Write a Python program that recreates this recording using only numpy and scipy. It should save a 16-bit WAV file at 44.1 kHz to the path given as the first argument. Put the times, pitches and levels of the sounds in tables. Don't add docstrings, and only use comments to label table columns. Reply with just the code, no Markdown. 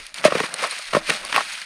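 import sys
import numpy as np
from scipy import signal
from scipy.fft import rfft, irfft, next_fast_len
from scipy.io import wavfile
from scipy.ndimage import map_coordinates

SR = 44100
rng = np.random.default_rng(int(sys.argv[2]) if len(sys.argv) > 2 else 0)


def wrap_up_sound(samples):
    columns = np.atleast_2d(samples).T
    tamed = np.clip(columns, -1, 1)
    steps = np.round(tamed * 32767).astype(np.int16)
    wavfile.write(sys.argv[1], SR, steps)


N = 72765
T = np.arange(N) / SR

# t/s, level/dB
BREEZE_LEVEL = [(0, -28), (.06, -51), (.84, -68), (.9, -40), (1.0, -47), (1.15, -48), (1.25, -42),
                (1.4, -66), (1.65, -56)]
# f/Hz, level/dB
BREEZE_SPECTRUM = [(15, -3), (30, 17), (50, -11), (130, -27), (300, -21.5), (3000, -31), (15000, -55.5)]
# t/s, level/dB
CRYSTAL_LEVEL = [(0, -36.5), (.065, -41.5), (.11, -47.5), (.139, -53), (.144, -37.5), (.19, -31.5),
                 (.222, -43), (.255, -17), (.295, -38), (.36, -30.5), (.45, -29.5), (.485, -36), (.55, -38),
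                 (.635, -24), (.68, -32.5), (.725, -30.5), (.81, -33.5), (.9, -35.5), (.97, -27.5),
                 (1.01, -42), (1.06, -32), (1.125, -26), (1.17, -30), (1.225, -37.5), (1.29, -34.5),
                 (1.355, -26.5), (1.45, -32), (1.53, -30.5), (1.63, -35), (1.65, -42)]
# f/Hz, level/dB
CRYSTAL_SPECTRUM = [(80, -57), (400, -28.5), (800, -10.5), (1500, -1.5), (2400, 2.5), (3200, -4),
                    (4300, -1.5), (6000, -10), (9500, -12.5), (15000, -25.5)]
# f/Hz, level/dB
SIDE_SPECTRUM = [(100, -85), (1000, -41), (8500, -47.5), (10500, -44), (12000, -14), (15000, -34)]
# t/s, level/dB
PACKED_LEVEL = [(0, -56.5), (.135, -56.5), (.16, -45), (.225, -39), (.27, -46), (.3, -42), (.39, -28.5),
                (.46, -55), (.49, -38.5), (.58, -39), (.64, -35), (.69, -50.5), (.89, -55), (.95, -40),
                (1.02, -39.5), (1.07, -45.5), (1.115, -29.5), (1.2, -42), (1.28, -44.5), (1.375, -26.5),
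                (1.44, -49.5), (1.65, -55.5)]
# f/Hz, level/dB
RASP_SPECTRUM = [(50, -34), (110, -20), (170, -2), (330, -9.5), (480, -5.5), (610, 3.5), (760, -3),
                 (1000, -7), (1350, -1), (2200, -6.5), (5000, -35)]
# t/s, crack level/dB, ring level/dB, ring f/Hz
CHIP_SNAPS = [(0.0663, -25, -42, 5230), (.143, -22.5, -26, 2340), (.212, -36, -29, 2000),
              (0.2496, -16.5, -20, 4000), (0.5407, -15, -22, 4190), (.672, -27, -33, 4540),
              (.7098, -47, -17.5, 4130), (0.7886, -24, -35, 4200), (1.098, -14, -25, 4510),
              (1.138, -27, -31, 2680), (1.25, -21.5, -26, 4570), (1.3625, -19.5, -25, 4220),
              (1.536, -34, -26, 6570)]
# f/Hz, level/dB
CRACK_SPECTRUM = [(80, -64), (500, -57), (1300, -21), (2500, -2), (4400, 9), (6000, 1), (9000, 1),
                  (11000, 3), (15000, -21)]
# peak t/s, level/dB, rise/s, t60/s, centre f/Hz
CRUST_LUMPS = [(0.2417, -11, 0.00034, 0.02, 1490), (.252, -12.5, 0.0026, .11, 1840),
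               (0.278, -21.5, .005, 0.016, 2180), (0.307, -23.5, 0.0042, 0.049, 1800),
               (0.3229, -19, 0.0011, 0.053, 1090), (.354, -18.5, 0.0034, 0.046, 1450),
               (.383, -20.5, 0.0029, 0.011, 2850), (0.395, -25.5, 0.0021, 0.024, 2020),
               (.4045, -11.5, 0.0033, 0.0073, 1510), (0.439, -25.5, 0.0086, 0.15, 1590),
               (.6, -26, 0.012, 0.068, 1500), (0.64, -21, 0.011, 0.15, 1190),
               (0.701, -55, 0.002, 0.026, 930), (.723, -27, 0.0025, 0.066, 1700),
               (.936, -18.5, 0.0041, 0.05, 1460), (0.9499, -13.5, 0.00067, 0.066, 980),
               (0.97, -20.5, 0.012, 0.017, 1340), (1.089, -37, 0.0006, 0.023, 900),
               (1.105, -12, 0.0081, 0.0099, 2220), (1.134, -27, 0.007, 0.059, 2170),
               (1.246, -32, 0.015, 0.058, 970), (1.301, -31, 0.0034, 0.036, 1500),
               (1.3269, -14.5, 0.0014, 0.021, 1780), (1.346, -17.5, 0.0056, 0.1, 1700),
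               (1.3627, -9.5, 0.00048, 0.0085, 1920), (1.369, -20, 0.0017, 0.069, 2340),
               (1.39, -23, 0.0035, 0.089, 1190), (1.4071, -20, 0.0018, 0.05, 1300)]
# f/Hz, level/dB
CRUST_SPECTRUM = [(40, -46), (100, -6.5), (180, 0), (550, 8.5), (880, 3), (1100, 4), (1900, 1.5),
                  (2700, 3.5), (3300, -1.5), (5000, -1.5), (9500, -8.5), (15000, -18)]
# t/s, level/dB, main mode f/Hz, t60/s, thud level/dB re main mode
BLADE_KNOCKS = [(.2513, 4, 620, 0.056, -10.5), (0.279, -8, 581, 0.043, -13.5),
                (0.3212, -4, 554, 0.013, -15), (0.3509, -4.5, 514, 0.027, -9),
                (0.368, -23.5, 501, 0.073, 3), (0.404, -8.5, 439, 0.036, -7.5),
                (0.435, -10, 514, 0.015, -10), (0.544, -29, 537, 0.064, -14), (.626, -16, 525, 0.045, -32),
                (0.637, -18.5, 1080, 0.071, -36), (.646, -9, 690, 0.022, -28),
                (.793, -26.5, 620, 0.024, -44), (0.932, -18, 637, 0.069, -9), (0.9472, 0, 528, 0.015, -11),
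                (0.9667, -2, 588, 0.041, -8), (1.09, -19.5, 523, 0.051, -4.5), (1.103, -23, 475, 0.063, 3),
                (1.3779, -3, 805, 0.021, -26), (1.379, 0, 1100, 0.025, -41)]
# f/Hz, level/dB re main mode, t60/s
BLADE_MODES = [(1020, -16.5, 0.031), (1113, -14, 0.068), (1306, -9.5, 0.017), (1844, -19, 0.085),
               (1892, -20.5, 0.038), (2520, -27, 0.053), (2640, -45, .07), (4860, -32, 0.11)]
# f/Hz, level/dB re thud level, t60/s
THUD_MODES = [(165.4, -5.5, 0.052), (228, -3, 0.032), (310, 1.5, .025), (407.4, 7, 0.013)]
# f/Hz, level/dB re main mode, t60/s
FREE_BLADE_MODES = [(321, -42.5, 0.37), (604, -39, 0.14)]
# f/Hz, level/dB
MIC_RESPONSE = [(25, -10), (95, -2), (150, -1.5), (7100, -0.5), (7500, -10.5), (8150, 3.5), (9950, 2.5),
                (10800, -8.5), (14500, -8), (15700, -41)]


def amp(db):
    return 10 ** (np.asarray(db) / 20)


def unit(x):
    return x / np.sqrt(np.mean(x ** 2) + 1e-20)


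def curve(points):
    freqs, db = np.transpose(points)
    return lambda hz: np.interp(np.log(hz + 1), np.log(freqs + 1), db)


def level(points):
    return amp(np.interp(T, *np.transpose(points)))


def coloured(x, db_at):
    size = 2 * next_fast_len(len(x))
    cepstrum = irfft(np.log(amp(db_at(np.fft.rfftfreq(size, 1 / SR)))), size)
    cepstrum[1:size // 2] *= 2
    cepstrum[size // 2 + 1:] = 0
    return irfft(rfft(x, size) * np.exp(rfft(cepstrum)), size)[:len(x)]


def fade(t, t60):
    return np.exp(-np.log(1000) * t / t60)


def add(track, start_s, sound):
    part = track[max(0, round(start_s * SR)):][:len(sound)]
    part += sound[:len(part)]


def breeze():
    return level(BREEZE_LEVEL) * unit(coloured(rng.standard_normal(N), curve(BREEZE_SPECTRUM)))


def fractures(size, per_s, spread_db):
    hits = rng.random(size) < per_s / SR
    polarity = np.sign(rng.standard_normal(size))
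    strength = amp(spread_db * np.clip(rng.standard_normal(size), -2, 2))
    return unit(hits * polarity * strength)


def ringing_grains(count, centre_hz, spread_oct, t60_cycles, spread_db):
    samples = np.arange(SR // 50)
    start = rng.integers(0, N, count)[:, None]
    pitch, size = np.clip(rng.standard_normal((2, count, 1)), -2, 2)
    cycles = centre_hz * 2 ** (spread_oct * pitch) * samples / SR
    envelope = fade(cycles, t60_cycles) * (1 - np.exp(-cycles))
    grains = amp(spread_db * size) * np.sin(2 * np.pi * cycles) * envelope
    return unit(np.bincount((start + samples).ravel(), grains.ravel(), N)[:N])


def clumps(per_s=110, spread_db=1.6):
    knots = np.clip(rng.standard_normal(int(T[-1] * per_s) + 10), -2, 2)
    return unit(amp(spread_db * map_coordinates(knots, [T * per_s])))


def blade_ring(drive):
    t = np.arange(SR // 12) / SR
    response = sum(amp(db) * np.cos(2 * np.pi * hz * t) * fade(t, t60) for hz, db, t60 in BLADE_MODES)
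    return signal.fftconvolve(drive, response / np.linalg.norm(response))[:len(drive)]


def packed_snow():
    scrape = fractures(N, per_s=1300, spread_db=7.5)
    rasp = unit(coloured(scrape, curve(RASP_SPECTRUM))) + amp(-18) * blade_ring(scrape)
    slush = ringing_grains(count=260, centre_hz=1290, spread_oct=.4, t60_cycles=16, spread_db=0)
    return level(PACKED_LEVEL) * (clumps() * unit(rasp) + amp(-9.5) * slush)


def loose_crystals():
    hiss = unit(coloured(fractures(N, per_s=7000, spread_db=4.5), curve(CRYSTAL_SPECTRUM)))
    tinkle = ringing_grains(count=1600, centre_hz=2924, spread_oct=.6, t60_cycles=15.5, spread_db=10)
    crackle = unit(coloured(fractures(N, per_s=240, spread_db=1), curve(CRYSTAL_SPECTRUM)))
    return level(CRYSTAL_LEVEL) * unit(clumps() * hiss + amp(-7) * tinkle + amp(-15.5) * crackle)


def ice_chips(overtone_ratio=2.25):
    track, t = np.zeros(N), np.arange(SR // 20) / SR
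    for start_s, crack_db, ring_db, hz in CHIP_SNAPS:
        burst = fade(t, t60=.009) * np.sign(rng.standard_normal(len(t)))
        crack = coloured(burst, curve(CRACK_SPECTRUM))
        ring = np.sin(2 * np.pi * hz * t) + .5 * np.sin(2 * np.pi * hz * overtone_ratio * t)
        ring *= fade(t, t60=.022) * (1 - np.exp(-hz * t))
        add(track, start_s, amp(crack_db) * crack + amp(ring_db) * ring)
    return track


def crust_crunches(width_oct=.84, skirt_db=-11, lead_s=.04):
    track = np.zeros(N)
    t = np.arange(SR // 6) / SR - lead_s
    for peak_s, db, rise_s, t60, centre_hz in CRUST_LUMPS:
        def lump_db(hz):
            octaves = np.log2((hz + 1) / centre_hz)
            hump = amp(skirt_db) + np.exp(-(octaves / width_oct) ** 2 / 2)
            return curve(CRUST_SPECTRUM)(hz) + 20 * np.log10(hump)

        burst = unit(coloured(fractures(len(t), per_s=5500, spread_db=3.5), lump_db))
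        envelope = np.exp(np.minimum(t, 0) / rise_s) * fade(np.maximum(t, 0), t60)
        add(track, peak_s - lead_s, amp(db) * envelope * burst)
    return track + amp(-24) * blade_ring(track)


def struck_modes(t, modes, scatter_db=1.5, detune=.008):
    sound = np.zeros(len(t))
    for k, (hz, db, t60) in enumerate(modes):
        gain = (-1) ** k * amp(db + rng.normal(0, scatter_db))
        detuned_hz = hz * (1 + rng.normal(0, detune))
        sound += gain * np.sin(2 * np.pi * detuned_hz * t) * fade(t, t60)
    return sound


def blade_knocks(attack_s=.0011):
    track, t = np.zeros(N), np.arange(SR // 6) / SR
    attack = 1 - np.exp(-t / attack_s)
    for start_s, db, main_hz, t60, thud_db in BLADE_KNOCKS:
        main_mode = np.sin(2 * np.pi * main_hz * t) * fade(t, t60)
        overtones = struck_modes(t, BLADE_MODES) * fade(t, 4 * t60)
        thud = amp(thud_db) * struck_modes(t, THUD_MODES)
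        after_ring = struck_modes(t, FREE_BLADE_MODES)
        add(track, start_s, amp(db) * attack * (main_mode + overtones + thud + after_ring))
    return track


def scene():
    mid = breeze() + packed_snow() + loose_crystals() + ice_chips() + crust_crunches() + blade_knocks()
    side = level(CRYSTAL_LEVEL) * coloured(rng.standard_normal(N), curve(SIDE_SPECTRUM))
    return np.array([mid + side, mid - side])


def record(dry):
    picked_up = np.array([coloured(channel, curve(MIC_RESPONSE)) for channel in dry])
    clipped = picked_up / (1 + np.abs(picked_up) ** 8) ** (1 / 8)
    size = next_fast_len(N + SR // 10)
    passband = np.fft.rfftfreq(size, 1 / SR) < 15700
    return irfft(rfft(clipped, size) * passband, size)[:, :N]


dry = scene()
out = record(dry)
wrap_up_sound(out)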